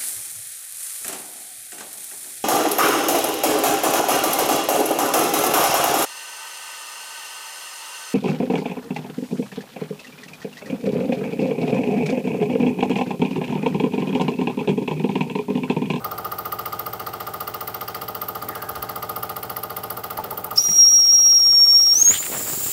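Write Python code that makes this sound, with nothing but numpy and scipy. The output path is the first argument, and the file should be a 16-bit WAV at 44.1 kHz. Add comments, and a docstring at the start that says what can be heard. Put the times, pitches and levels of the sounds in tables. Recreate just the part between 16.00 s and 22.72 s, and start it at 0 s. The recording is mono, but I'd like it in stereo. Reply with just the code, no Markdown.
"""Toy steam engine and whistle.

The engine runs at about fifteen turns a second: noise puffs for the exhaust, struck modes for the loose
linkage knocking on the tin base, looped grinding noise for the bearing. A hand opens the boiler whistle, a
roughened sine with an octave, which chirps, sings, overblows and breaks into shaped noise and sharp
spluttering pulses. Faint workshop noise lies beneath. The recorder's gain control pushes the engine back
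under the whistle.
"""
import sys
import numpy as np
from scipy import signal
from scipy.fft import rfft, irfft
from scipy.io import wavfile
from scipy.ndimage import uniform_filter1d, map_coordinates

SR = 44100
rng = np.random.default_rng(int(sys.argv[2]) if len(sys.argv) > 2 else 0)


def unload_wav(signal):
    """Save mono or channel-first audio to the path in sys.argv[1] as 16-bit WAV at rate SR, clipped to [-1, 1]."""
    wavfile.write(
        sys.argv[1],
        SR,
        np.round(np.clip(np.atleast_2d(signal).T, -1, 1) * 32767).astype(np.int16),
    )


N = 296352
TIME_S = np.arange(N) / SR

# flywheel speed: start_s, turns_per_s
FLYWHEEL_SPEED = [(0, 14.686), (1.4, 14.718), (2.1, 14.841), (4.5, 14.819)]
# level offsets of the engine's parts; the chuff sinks as the whistle bleeds off pressure:
# start_s, hiss_db, chuff_db, knock_db, base_db
ENGINE_LEVELS = [(0, 0.5, 0.5, 3, 1.5), (.5, 2, 1, 4, 0.5), (.9, 1, 1.5, 0.5, 0.5), (1.25, 2, 1, 1, 0.5),
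                 (1.851, 3, 3.5, -1, 0), (2.6, 0, 1, 2, 0.5), (3.2, 3, 2.5, 1, 1.5),
                 (3.5, -0.5, 1.5, -2, 0), (3.9, 1.5, 1.5, -1.5, 1), (3.98, 2.5, 2, 1, 0.5),
                 (4.27, 0.5, 0, -3, -0.5), (4.5, 2, -4, 1, -0.5), (4.8, 2, -7.5, -2, 0),
                 (5.3, -5, -10, -3, 0.5), (6.72, 1, -4, -3, -4)]
# scatter from stroke to stroke: hiss_db, chuff_db, knock_db
STROKE_SCATTER_DB = [1.2, 1, 0.9]
# linkage contacts in every turn: after_stroke_s, strength_db, best_driven_hz
LINKAGE_CONTACTS = [(-0.01196, -4, 199), (-0.00475, 2, 2300), (0.00448, 8, 1480), (0.00909, 4, 640),
                    (0.0113, -2, 835), (0.0176, -6.5, 347), (0.0272, -6, 572), (0.0299, 15.5, 25),
                    (0.0384, -8, 1836), (0.04591, -8.5, 550), (0.0547, -10, 340)]
# modes of bench top, tin base and firebox: mode_hz, level_db, t60_s
BASE_MODES = [(74.6, -46.5, 0.15), (107.8, -45, 0.37), (128.6, -34.5, 0.19), (151.7, -40.5, 0.18),
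              (180.2, -39, 0.37), (216, -40, 0.32), (244.4, -46, 0.18), (280.3, -32.5, 0.06),
              (352.1, -40.5, 0.23), (399.2, -44.5, 0.23), (427.2, -39.5, 0.15), (467.5, -37.5, 0.11),
              (507.5, -38, 0.1), (594, -44.5, 0.27), (628.2, -38, 0.12), (675.5, -44.5, 0.13),
              (729.7, -40, 0.22), (752, -45.5, 0.29), (781.7, -31, 0.17), (872.5, -42.5, 0.13),
              (932, -36, 0.03), (1079, -45, 0.15), (1197.3, -37.5, 0.011), (1234.5, -23.5, 0.06),
              (1337.7, -32.5, 0.039), (1426.5, -36.5, 0.044)]
# bearing grind colour, heard through the bench: point_hz, relative_db_per_hz, left_right_db
BEARING_COLOUR = [(197, -6, -8), (412, -3, 0), (540, 4, 14), (740, -11, -19), (910, 0, -11),
                  (1540, 2.5, 27), (1700, -40, 2), (4000, -50, 0)]
# exhaust steam colour: point_hz, relative_db_per_hz, left_right_db
PUFF_COLOUR = [(1750, -7, 10), (2075, -2.5, 3), (2330, -15, -6), (3130, -6, -0.5), (3580, -12.5, 0.5),
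               (4470, -11, -0.5), (5270, -12, -1), (6360, -17, 0), (7800, -14, -1), (8800, -11.5, 0),
               (9600, -13.5, -6), (11600, -10.5, -2), (12700, -8.5, 4), (13500, -3, 3), (15360, -1, 0)]
# exhaust hiss peaks, shifting as the microphones move about the engine:
# start_s, upper_hz, upper_db, lower_hz, lower_db
HISS_PEAKS = [(0, 14300, -7, 12600, -12.5), (.5, 13970, -3, 12600, -8), (1, 13660, -2.5, 11930, -13),
              (2.25, 13450, -2.5, 11900, -16), (2.6, 13670, -0.5, 11200, -8.5), (3, 14000, -5, 11390, -8.5),
              (3.4, 14250, 1.5, 11180, -6.5), (3.9, 14300, 0.5, 11320, -6.5), (4.5, 14470, 0.5, 11500, -7)]
# modes of cylinder and steam pipe, ticked as the port opens: mode_hz, level_db, t60_s
PIPE_MODES = [(2026, -39, 0.042), (2125, -45, 0.06), (2850, -39.5, 0.06), (3270, -59, 0.064),
              (4380, -43, 0.086), (4750, -37, 0.044)]
# whistle note, following boiler pressure: start_s, pitch_hz
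WHISTLE_NOTE = [(4.635, 5776), (4.649, 5720), (4.861, 5595), (4.893, 5653), (5.101, 5576), (5.129, 5644),
                (5.715, 5533), (5.835, 5603), (5.925, 5552)]
# valve pushed wide, tone overblows and breaks: start_s, pitch_rise_hz, level_change_db, added_roughness_0_1
OVERBLOW = [(5.932, -1.5, 0, 0.01), (5.965, 401, -0.5, 0.58), (6.005, 897, -2, 0.6), (6.025, 996, 2, 0.25),
            (6.08, 984, 1, 0.14), (6.1, 1232, 0, .4), (6.12, 1650, -3, 0.47), (6.135, 1551, -15, 0.73),
            (6.21, 1498, -16, 0.8), (6.32, 1650, -45, 0.62)]
# standing waves at the two microphones: start_s, level_db, left_right_db, left_right_phase_rad
STANDING_WAVES = [(4.58, 8.5, -6, 2.6), (4.592, -1, 4, -3.5), (4.652, 0, 1.0, -3), (4.716, 2, 2, -2.5),
                  (4.748, 0, 5, -3), (4.78, -2, 11.5, -1), (4.792, 4.5, -1, -1.4), (4.88, 3.5, -11, 0.4),
                  (4.9, -0.5, 4.0, -1.5), (4.94, 2.5, 0, -0.6), (5.028, 0.5, 7.5, -1), (5.084, 1, 7, -1.1),
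                  (5.124, 1.5, 4, 2), (5.176, -0.5, -0.5, -1.3), (5.264, 1, -2, -0.5),
                  (5.388, 0.5, -2, -1.1), (5.428, -1.5, 6, -1.1), (5.496, 2.5, 1, -1.25),
                  (5.54, 0, 3.5, -1.3), (5.576, 1.0, 0, -1), (5.604, 0.5, 4.5, 1.5),
                  (5.656, 1.5, -7.5, -2.3), (5.72, -1, -3, 0.4), (5.768, 1, 5.0, -0.8),
                  (5.852, 2, -1, -1.8), (5.908, -1.5, 4, 0.5), (5.936, 2.0, 0.5, -2), (5.968, 0.0, 2, -3),
                  (5.972, -3.5, 2, -7), (6.008, 0, -5, -8.5), (6.02, 0.5, 2, -12.5), (6.04, -2, 3, -9.5),
                  (6.06, 0.5, 3, -12), (6.096, 0, 3.5, -12)]
# steam through the valve: start_s, leak_hiss_db, overblown_jet_db, microphone_draught_db
VALVE_STEAM = [(4.545, -43, -76.5, -73), (4.57, -21.5, -82, -43), (4.75, -16, -80, -37.5),
               (5.3, -18, -82, -48.5), (5.9, -16, -61, -41.5), (6.0, -15, -25, -31),
               (6.12, -12.5, -25, -32.5), (6.25, -19, -16, -36), (6.35, -33, -13, -29),
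               (6.72, -15.5, -12.5, -32)]
# hiss colour beside the tone: point_hz, relative_db_per_hz, left_right_db
LEAK_COLOUR = [(1730, -18.5, 1.5), (2980, -13, -1), (4420, -12, -0.5), (6700, -10.5, -1), (7450, -8.5, 7),
               (7650, -9.5, -2), (7900, -11, -5), (8350, -4.5, 3), (9000, -11.5, -3), (9600, -15, -6),
               (10600, -11.5, -5), (11400, -7.5, -2), (12100, -9, -5), (13000, -6, -1), (13600, -6, 0.7),
               (14200, -4, 4.0), (15200, 0.0, 8.7), (16200, -1, 4)]
# overblown jet colour: point_hz, relative_db_per_hz, left_right_db
JET_COLOUR = [(1991, -20, 6), (3900, -21.5, 2), (5460, -17, 2.4), (6250, -22, -0.1), (6600, -13, 10),
              (6930, -4, -1), (7660, 0.5, -3.5), (7680, -3, 4), (7800, -9, 3), (8400, -4, 4.2),
              (8600, -12, -2), (9440, -10.5, 6), (9800, -20, 4), (10560, -8.5, -9.1), (11200, -17, -6),
              (11700, -10.5, -5.6), (12500, -12.5, -2.5), (13200, -11.2, -1), (14600, -10, 6),
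              (14950, -12, 2), (15500, -1, 9), (15750, -8, 9.8)]
# draught buffeting the microphones: point_hz, relative_db_per_hz, left_right_db
BUFFET_COLOUR = [(44.7, -21, 17), (131, -0.5, 4), (184, -6, 16), (340, -3.5, 3.5), (700, -11, 25),
                 (2000, -21, 5)]
# short bursts at the valve's opening and as the tone breaks: spits, thin squeals and gusts:
# start_s, length_s, level_db, centre_hz, relative_width
STEAM_BURSTS = [(4.558, 0.012, -28.5, 5640, .07), (4.574, 0.033, -20, 5220, 0.092),
                (6.072, 0.027, -23.5, 1682, 0.41), (6.095, 0.018, -19, 252, 0.76),
                (6.104, 0.019, -17.5, 1430, 0.79), (6.12, 0.074, -20.5, 1910, 1.2),
                (6.13, 0.06, -22, 3080, 0.13), (6.135, 0.054, -18, 8550, 0.012),
                (6.222, 0.023, -22, 2070, 0.78), (6.248, 0.031, -21, 9060, .02),
                (6.25, 0.02, -23, 2100, .75), (6.316, 0.066, -20.5, 750, 2.3), (6.39, 0.033, -24, 483, 2.2),
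                (6.458, 0.072, -28, 700, 2.9), (6.57, 0.018, -25.5, 249, 1.2)]
# sharp spluttering pulses of the jet, many of them buffets at the left microphone:
# start_s, peak_db, pitch_hz, left_right_db
JET_PULSES = [(6.106, -8.5, 420, -5), (6.117, -11, 1500, 8), (6.169, -11, 2600, 6), (6.227, -15, 2900, 12),
              (6.238, -12, 1800, 3), (6.255, -13, 1300, 11), (6.267, -6, 1700, 9), (6.3, -10, 400, 18),
              (6.318, -13, 484, 18), (6.328, -14, 330, 18), (6.343, -14, 400, 15), (6.351, -12, 600, 15),
              (6.364, -15, 500, 15), (6.373, -11, 350, 19), (6.393, -16, 315, 15), (6.411, -13, 600, 19),
              (6.461, -13, 550, 15), (6.483, -13, 450, 15), (6.499, -11, 1200, 9), (6.577, -15, 281.4, 15)]
# bumps, rubs and a low swell of draught: start_s, length_s, level_db, centre_hz, relative_width
BUMPS_AND_SWELL = [(2.42, 0.11, -42.5, 266.4, 0.65), (2.47, 0.12, -44, 1820, 0.11),
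                   (2.53, 0.2, -44, 1620, 0.064), (2.68, 0.3, -50, 1560, 0.078), (2.7, 0.18, -47, 71, 0.43),
                   (4.13, 0.34, -40.5, 420, 0.89), (4.335, 0.038, -47, 365, 0.45),
                   (4.45, 0.042, -40, 882, 0.23), (4.684, 0.016, -31, 1400, 0.68),
                   (4.69, 0.046, -29, 140, 0.57), (5.36, 0.42, -42, 130, 0.23), (6.097, 0.048, -33, 109, 1),
                   (6.445, 0.037, -37, 150, 0.52)]
# knocks of the hand against the engine: start_s, strength_db, best_driven_hz
HAND_KNOCKS = [(4.1875, -16, 900), (4.199, -21, 750), (4.231, -24, 220), (4.326, -21, 800),
               (4.528, -22.5, 850), (4.474, -28, 850), (4.687, -12.5, 240), (4.705, -16, 130)]
# modes rung by those knocks: mode_hz, level_db, t60_s
KNOCK_MODES = [(133, -2, 0.076), (212.2, -5, 0.046), (397, -5, .04), (592, -9, 0.06), (862.5, 1.5, .055),
               (975, -4, .03), (1130, -6, 0.036), (1900, -21, 0.018)]
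# workshop background colour: point_hz, relative_db_per_hz, left_right_db
FLOOR_COLOUR = [(25, -36, 0), (60, -15, 2), (110, -3, 0), (164, -6, 2), (260, -2, 4), (400, 7.5, -6),
                (600, 2, 11), (1250, -1, -2), (1990, -4.5, 6), (3140, -6, 2), (6260, -27, 0),
                (10000, -42, 3), (15000, -40, 2)]

FIRST_STROKE_S, TURN_JITTER_S = .047, .00014
CONTACT_SCATTER_DB, CONTACT_SCATTER_S = .7, .00002   # dB scatter is x1.5 away from the knock modes
FRESH_GRIT_DB, BEARING_SWELL_S = -9, .021   # grit that is new in each turn
OPEN_S, ATTACK_S, WHISTLE_DB, SAG_DB_PER_S = 4.567, .025, -1.5, .85   # sag: boiler loses pressure
CHIRP_HZ, CHIRP_S = 1650, .011   # starts this flat, rises as steam replaces the air in the pipe
DRY_ROUGHNESS, WET_ROUGHNESS, DRYING_S = .14, .12, .17   # condensed water at the start is blown out
OCTAVE_DB, OCTAVE_GROWTH_DB, OCTAVE_SAG_DB_PER_S = -31, 23, 6   # growth: at full overblow
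OCTAVE_BLUR_HZ, OCTAVE_ROUGHNESS = 90, 1   # smear by the turbulent jet
ROOM_DB, ROOM_T60_S = -14.5, .38
FLOOR_DB = -48.5
CEILING, CUTOFF_HZ = .82, 15650


def turns():
    """One stroke per flywheel turn, each a little different: time_s, hiss_db, chuff_db, knock_db."""
    angle = np.cumsum(in_time(FLYWHEEL_SPEED)[0]) / SR
    first_turn = np.interp(FIRST_STROKE_S, TIME_S, angle)
    times = np.interp(np.arange(first_turn, angle[-1]), angle, TIME_S)
    times = np.append(2 * times[0] - times[1], times)   # already running at the start
    start_s, *levels_db, _ = np.transpose(ENGINE_LEVELS)
    usual = np.column_stack([times] + [np.interp(times, start_s, level) for level in levels_db])
    return (usual + rng.standard_normal(usual.shape) * [TURN_JITTER_S, *STROKE_SCATTER_DB]).T


def linkage(strokes, knock_hz=1250, knock_pan_db=7.0, body_pan_db=-3.0, spread_rad=0.15, level_db=-0.8,
            radiate_hz=68, contact_hz=1500, knock_rad=0.87, rise_s=0.0011, knock_rise_s=0.001327):
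    """The same contacts recur every turn, each driving the base modes near its own pitch."""
    times, _, _, knock_db = strokes
    delay_s, strength_db, best_hz = np.transpose(LINKAGE_CONTACTS)
    at = times[:, None] + delay_s
    at = at + CONTACT_SCATTER_S * rng.standard_normal(at.shape)
    out = np.zeros((2, N))
    for k, (hz, mode_db, t60_s) in enumerate(BASE_MODES):
        # 0-1: how far this mode follows the force of the stroke
        knock_share = np.exp(-(np.log2(hz / knock_hz) / 0.1) ** 2)
        scatter_db = CONTACT_SCATTER_DB * (1.5 - .5 * knock_share) * rng.standard_normal(at.shape)
        size = from_db(mode_db + strength_db + knock_share * 1.05 * knock_db[:, None] + scatter_db)
        size = size / (1 + np.log2(hz / best_hz) ** 2)
        swell_s = rise_s + knock_share * knock_rise_s   # the sheet takes a moment to move
        force = clicks(at.ravel() - swell_s, size.ravel())
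        resonance = signal.iirpeak(hz, .5 + np.pi * hz * swell_s, fs=SR)
        mode = signal.lfilter(*resonance, ring(force, hz, t60_s))
        # each mode meets the two microphones in its own phase
        lag_s = ((-1) ** k * spread_rad + knock_share * knock_rad) / (4 * np.pi * hz)
        pair = np.array([np.interp(TIME_S + d, TIME_S, mode) for d in (lag_s, -lag_s)])
        out += pair * panned(body_pan_db + knock_share * (knock_pan_db - body_pan_db))
    # oiled contacts are soft; a small base radiates no deep bass
    radiated = signal.butter(3, [radiate_hz, contact_hz], "band", fs=SR, output="sos")
    return from_db(level_db) * signal.sosfilt(radiated, out)


def exhaust(strokes, split_hz=6500, chuff_db=-24.5, hiss_db=-18.5, lead_s=0.0035, sputter_db=0.5):
    """The port opens with a soft chuff in the pipe's resonances, then a thin bright jet of steam."""
    times, stroke_hiss_db, stroke_chuff_db, _ = strokes
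    times = times + 0.0011 * rng.standard_normal(len(times))
    below = signal.butter(4, split_hz, fs=SR, output="sos")
    above = signal.butter(4, split_hz, "high", fs=SR, output="sos")
    low = signal.sosfilt(below, noise(PUFF_COLOUR, direct=0.37, lag_ms=0.19))
    high = signal.sosfilt(above, noise(PUFF_COLOUR, direct=0.39, lag_ms=0.196))
    chuff = puffs(times - lead_s, stroke_chuff_db, rise_s=0.00069, fall_s=0.015,
                  echo_s=0.02, echo_db=-8.5, tail_db=-8.5, tail_s=0.041)
    hiss = puffs(times + 0.0005, stroke_hiss_db, rise_s=0.0014, fall_s=0.0036,
                 echo_s=0.021, echo_db=-16.0, tail_db=-20.0, tail_s=0.034)
    steam = from_db(chuff_db) * low * chuff + from_db(hiss_db) * hiss_colour(high) * hiss
    return steam * from_db(sputter_db * drift(780)[0])


def puffs(times, sizes_db, rise_s, fall_s, echo_s, echo_db, tail_db, tail_s):
    """Amplitude envelope of a puff train: burst, wall reflection and room tail, summed as power."""
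    t = np.arange(-SR // 50, SR // 5) / SR

    def burst(u, decay_s):
        return np.exp(2 * np.minimum(u / rise_s, -u / decay_s))

    power = burst(t, fall_s)
    power = power + from_db(2 * echo_db) * burst((t - echo_s) / 2, fall_s)   # twice as long
    power = power + from_db(2 * tail_db) * burst(t, tail_s)
    train = signal.fftconvolve(clicks(times, from_db(2 * sizes_db)), power)[SR // 50:][:N]
    return np.sqrt(np.maximum(train, 0))


def hiss_colour(high):
    """Adds the jet's two moving peaks; patches of colour make the puffs unequally bright."""
    upper_hz, upper_db, lower_hz, lower_db = in_time(HISS_PEAKS)
    upper = from_db(upper_db) * gliding_band(upper_hz, 330) * panned(3.1)
    lower = from_db(lower_db) * gliding_band(lower_hz, 430) * panned(-2.5)
    return patchy(high + upper + lower, depth_db=4.0, patch_hz=798, patch_s=.06)


def port_tick(strokes, lead_s=.0035, scatter_db=1.0, scatter_s=.00032):
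    """The rocking cylinder ticks against its port face as the port opens, ringing the pipe modes."""
    times, _, chuff_db, _ = strokes
    out = np.zeros((2, N))
    for hz, mode_db, t60_s in PIPE_MODES:
        for side in range(2):   # thin metal rings differently toward each microphone
            sizes = from_db(mode_db + chuff_db + scatter_db * rng.standard_normal(len(times)))
            at = times - lead_s + scatter_s * rng.standard_normal(len(times))
            out[side] += ring(clicks(at, sizes), hz, t60_s)
    return out


def bearing(strokes, level_db=-42, after_s=0.03):
    """Grinds over the same rough spots every turn, swelling mid-turn, sagging before the next puff."""
    times, _, _, knock_db = strokes
    t = np.arange(-SR // 16, SR // 16) / SR
    swell = np.exp(-.5 * (t / BEARING_SWELL_S) ** 2)
    grit = noise(BEARING_COLOUR, direct=0.85, lag_ms=0.054)
    train = clicks(times + after_s, from_db(0.082 * knock_db))
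    one_turn = rms_one(grit[:, :len(t)]) * swell
    repeated = signal.fftconvolve(train[None], one_turn, axes=1)[:, len(t) // 2:][:, :N]
    fresh = grit * signal.fftconvolve(train, swell, "same")
    return from_db(level_db) * (repeated + from_db(FRESH_GRIT_DB) * fresh)


def blowing():
    """Whistle pitch_hz, strength and roughness: a rising chirp, a held note, then the overblow."""
    age_s = np.maximum(TIME_S - OPEN_S, 0)
    rise_hz, change_db, added_rough = in_time(OVERBLOW)
    hz = in_time(WHISTLE_NOTE)[0] - CHIRP_HZ * np.exp(-age_s / CHIRP_S) + rise_hz
    strength = from_db(WHISTLE_DB - SAG_DB_PER_S * age_s + change_db)
    strength = strength * np.minimum(age_s / ATTACK_S, 1) ** 2 * (TIME_S < OVERBLOW[-1][0])
    rough = DRY_ROUGHNESS + WET_ROUGHNESS * np.exp(-age_s / DRYING_S) + added_rough
    return hz, strength, np.clip(rough, 0, 1)


def whistle(flutter_hz=35, skirt_hz=260, skirt_db=-15, wander_hz=12):
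    """Pipe tone and octave; droplets make it flutter, standing waves split it between microphones."""
    hz, strength, rough = blowing()
    standing_db, pan_db, apart_rad = in_time(STANDING_WAVES)
    phase = 2 * np.pi * np.cumsum(hz + wander_hz * drift(32.6)[0]) / SR
    flutter = complex_drift(flutter_hz) + from_db(skirt_db) * complex_drift(skirt_hz)
    wave = (np.sqrt(1 - rough ** 2) + rough * rms_one(flutter)) * np.exp(1j * phase)
    split = np.exp(1j * apart_rad * np.array([[.5], [-.5]]))
    tone = from_db(standing_db) * panned(pan_db) * wave * split
    rise_hz, age_s = in_time(OVERBLOW)[0], np.maximum(TIME_S - OPEN_S, 0)
    growth_db = OCTAVE_GROWTH_DB * np.sqrt(np.abs(rise_hz) / rise_hz.max())
    octave_db = OCTAVE_DB - OCTAVE_SAG_DB_PER_S * age_s + growth_db
    smear = rms_one(1 + OCTAVE_ROUGHNESS * complex_drift(OCTAVE_BLUR_HZ))
    octave = from_db(octave_db) * wave * wave * smear   # squaring doubles the pitch
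    return np.sqrt(2) * strength * (tone + octave).real


def note_skirt(level_db=-35, half_width_hz=420):
    """Faint noise in a narrow band that follows the note."""
    hz, strength, _ = blowing()
    return from_db(level_db) * strength * gliding_band(hz, half_width_hz)


def valve_steam(flicker_db=1.0):
    """Hiss at the whistle's mouth, the broad jet left when the tone breaks, and its lumpy draught."""
    leak_db, jet_db, draught_db = in_time(VALVE_STEAM)
    leak = noise(LEAK_COLOUR, direct=0.089, lag_ms=0.094)
    leak = patchy(leak, depth_db=4.0, patch_hz=260.7, patch_s=.22)
    jet = noise(JET_COLOUR, direct=0.36, lag_ms=0.058)
    jet = patchy(jet, depth_db=3.0, patch_hz=259, patch_s=.09)
    steam = from_db(leak_db) * leak + from_db(jet_db) * jet
    draught = from_db(draught_db + 6.0 * drift(44)) * noise(BUFFET_COLOUR, direct=0.33, lag_ms=0.046)
    return steam * from_db(flicker_db * drift(35)) + draught


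def jet_pulses(cycles=0.59, crack_db=-8, crack_s=0.00077, lowest_hz=130):
    """Sharp splutters: a tiny noise crack and a sine that dies within a few cycles."""
    out, age_s = np.zeros((2, N)), np.arange(SR // 40) / SR
    for start_s, peak_db, hz, pan_db in JET_PULSES:
        thump = np.sin(2 * np.pi * hz * age_s) * np.exp(-age_s * hz / cycles)
        dull_noise = signal.lfilter([.5], [1, -.7], rng.standard_normal(len(age_s)))
        crack = from_db(crack_db) * np.exp(-age_s / crack_s) * dull_noise
        a = int(start_s * SR)
        out[:, a:a + len(age_s)] += from_db(peak_db) * (thump + crack) * panned(pan_db)
    return signal.sosfilt(signal.butter(2, lowest_hz, "high", fs=SR, output="sos"), out + 1e-18)


def bursts(rows, grain_db, direct, pan_db, skew=0.7):
    """Short swells of grainy noise, rising faster than they fall, each in its own band."""
    out = np.zeros((2, N))
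    shared = np.sqrt(direct) * rng.standard_normal(N)
    source = shared + np.sqrt(1 - direct) * rng.standard_normal((2, N))
    source = source * from_db(grain_db * drift(380)[0])
    for start_s, length_s, level_db, hz, width in rows:
        a, b = int(start_s * SR), min(int((start_s + length_s + .05) * SR), N)
        progress = np.clip((TIME_S[a:b] - start_s) / length_s, 0, 1)
        swell = np.sqrt(np.sin(np.pi * progress ** skew).clip(0))
        edges_hz = [hz / (1 + width), min(hz * (1 + width), SR / 3)]
        band = signal.butter(1, edges_hz, "band", fs=SR, output="sos")
        sound = signal.sosfilt(np.vstack([band, band]), source[:, a:b] * swell)
        out[:, a:b] += from_db(level_db) * rms_one(sound) * np.sqrt(np.mean(swell ** 2))
    return out * panned(pan_db)


def hand_knocks(level_db=-3):
    """Each knock of the hand rings most the modes near its own pitch."""
    start_s, knock_db, best_hz = np.transpose(HAND_KNOCKS)
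    out = np.zeros(N)
    for k, (hz, mode_db, t60_s) in enumerate(KNOCK_MODES):
        sizes = from_db(knock_db + mode_db) / (1 + np.log2(hz / best_hz) ** 2)
        out += (-1) ** k * ring(clicks(start_s, sizes), hz, t60_s)
    return from_db(level_db) * out * panned(-1.0)


def bench(x, left_s=(.0013, .0037), right_s=(.0017, .0043), echo_db=-33.0):
    """Bench top and back wall return the steam's sound within milliseconds and ripple its colour."""
    echoes = [sum(np.interp(TIME_S - d, TIME_S, side, left=0) for d in delays)
              for side, delays in zip(x, (left_s, right_s))]
    return (x + from_db(echo_db) * np.array(echoes)) / np.sqrt(1 + 2 * from_db(2 * echo_db))


def workshop(x):
    """Adds the room's diffuse tail: decaying noise, different at each microphone."""
    age_s = np.arange(SR // 2) / SR
    tail = rng.standard_normal((2, len(age_s))) * from_db(-60 * age_s / ROOM_T60_S)
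    tail = tail / np.sqrt(np.sum(tail ** 2, axis=1, keepdims=True))
    return x + from_db(ROOM_DB) * signal.fftconvolve(x, tail, axes=1)[:, :N]


def workshop_floor():
    """Steady coloured noise of the quiet workshop."""
    return from_db(FLOOR_DB) * noise(FLOOR_COLOUR, direct=0.97, lag_ms=0.034)


def from_db(db):
    """Decibels to gain."""
    return 10 ** (np.asarray(db) / 20)


def rms_one(x):
    """Scale to unit power."""
    return x / np.sqrt(np.mean(np.abs(x) ** 2) + 1e-20)


def in_time(rows):
    """Each column of a curve at every sample."""
    start_s, *columns = np.transpose(rows)
    return [np.interp(TIME_S, start_s, column) for column in columns]


def panned(pan_db):
    """Left and right gains of equal total power."""
    pair = from_db(np.array([[.5], [-.5]]) * pan_db)
    return pair / np.sqrt(np.mean(pair ** 2, axis=0))


def drift(rate_hz):
    """Low-passed noise of spread 1, different in each channel."""
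    lowpass = signal.butter(2, rate_hz, fs=SR, output="sos")
    slow = signal.sosfilt(lowpass, rng.standard_normal((2, N + SR)))
    return rms_one(slow[:, SR:])   # drops the filter's start


def complex_drift(rate_hz):
    """Two independent drifts as real and imaginary parts: random amplitude and phase."""
    return drift(rate_hz) + 1j * drift(rate_hz)


def noise(colour, direct, lag_ms):
    """Coloured stereo noise; its direct share reaches the left microphone later, the rest is diffuse."""
    hz = np.fft.rfftfreq(N, 1 / SR) + 1   # +1 keeps the logarithm finite
    point_hz, level_db, pan_db = np.transpose(colour)
    shape = from_db(np.interp(np.log(hz), np.log(point_hz), level_db))
    shape = shape / np.sqrt(1 + (.8 * point_hz[0] / hz) ** 8)   # rolls off below the first point
    white = rfft(rng.standard_normal((3, N)))
    lag = np.exp(-2j * np.pi * hz * np.array([[lag_ms / 1000], [0]]))
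    both = np.sqrt(direct) * white[2] * lag + np.sqrt(1 - direct) * white[:2]
    return rms_one(irfft(both * shape * panned(np.interp(hz, point_hz, pan_db)), N))


def gliding_band(centre_hz, half_width_hz):
    """Stereo noise in a resonance whose centre moves."""
    carrier = np.exp(2j * np.pi * np.cumsum(centre_hz) / SR)
    return rms_one((complex_drift(half_width_hz) * carrier).real)


def patchy(x, depth_db, patch_hz, patch_s):
    """The colour of a noise flickers in patches of a given width and length; unit power."""
    hz, s, spectra = signal.stft(x, SR, nperseg=512)
    where = np.meshgrid(hz / patch_hz, s / patch_s, indexing="ij")
    grids = rng.standard_normal((2, 200, 200))
    chance = np.array([map_coordinates(grid, where, order=1, mode="wrap") for grid in grids])
    return rms_one(signal.istft(spectra * from_db(depth_db * chance), SR)[1][:, :N])


def clicks(times, heights):
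    """One impulse at each time."""
    out = np.zeros(N)
    inside = (times >= 0) & (times < (N - 1) / SR)
    out[(times[inside] * SR).astype(int)] = heights[inside]
    return out


def ring(force, hz, t60_s):
    """Two-pole resonator: a unit click starts a decaying sine of height 1."""
    r, w = from_db(-60 / (t60_s * SR)), 2 * np.pi * hz / SR
    return signal.lfilter([0, np.sin(w)], [1, -2 * r * np.cos(w), r * r], force + 1e-18)


def scene():
    """Engine, whistle and the hand at the valve, over the quiet of the workshop."""
    strokes, base_db = turns(), in_time(ENGINE_LEVELS)[-1]
    engine = from_db(base_db) * (linkage(strokes) + bearing(strokes))
    engine = engine + bench(exhaust(strokes)) + port_tick(strokes)
    blown = workshop(whistle()) + note_skirt() + bench(valve_steam())
    splutter = bursts(STEAM_BURSTS, grain_db=3.5, direct=0.044, pan_db=14.5) + jet_pulses()
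    bumps = bursts(BUMPS_AND_SWELL, grain_db=0.5, direct=0.88, pan_db=-1.0) + hand_knocks()
    return engine + blown + splutter + bumps + workshop_floor()


def record(dry, threshold_db=-7.1, release_db_per_s=1.5):
    """Gain control ducks fast and recovers slowly; peaks are rounded and the top is cut."""
    power = uniform_filter1d(np.mean(dry ** 2, axis=0), size=SR // 70)
    level_db = 10 * np.log10(np.maximum(power, 1e-12))
    released_db = release_db_per_s * TIME_S
    held_db = np.maximum.accumulate(level_db + released_db) - released_db
    ducked = dry * from_db(-np.maximum(held_db - threshold_db, 0))
    rounded = ducked / (1 + (ducked / CEILING) ** 8) ** (1 / 8)
    return signal.sosfilt(signal.ellip(10, .2, 80, CUTOFF_HZ, fs=SR, output="sos"), rounded)


dry = scene()
out = record(dry)
unload_wav(out)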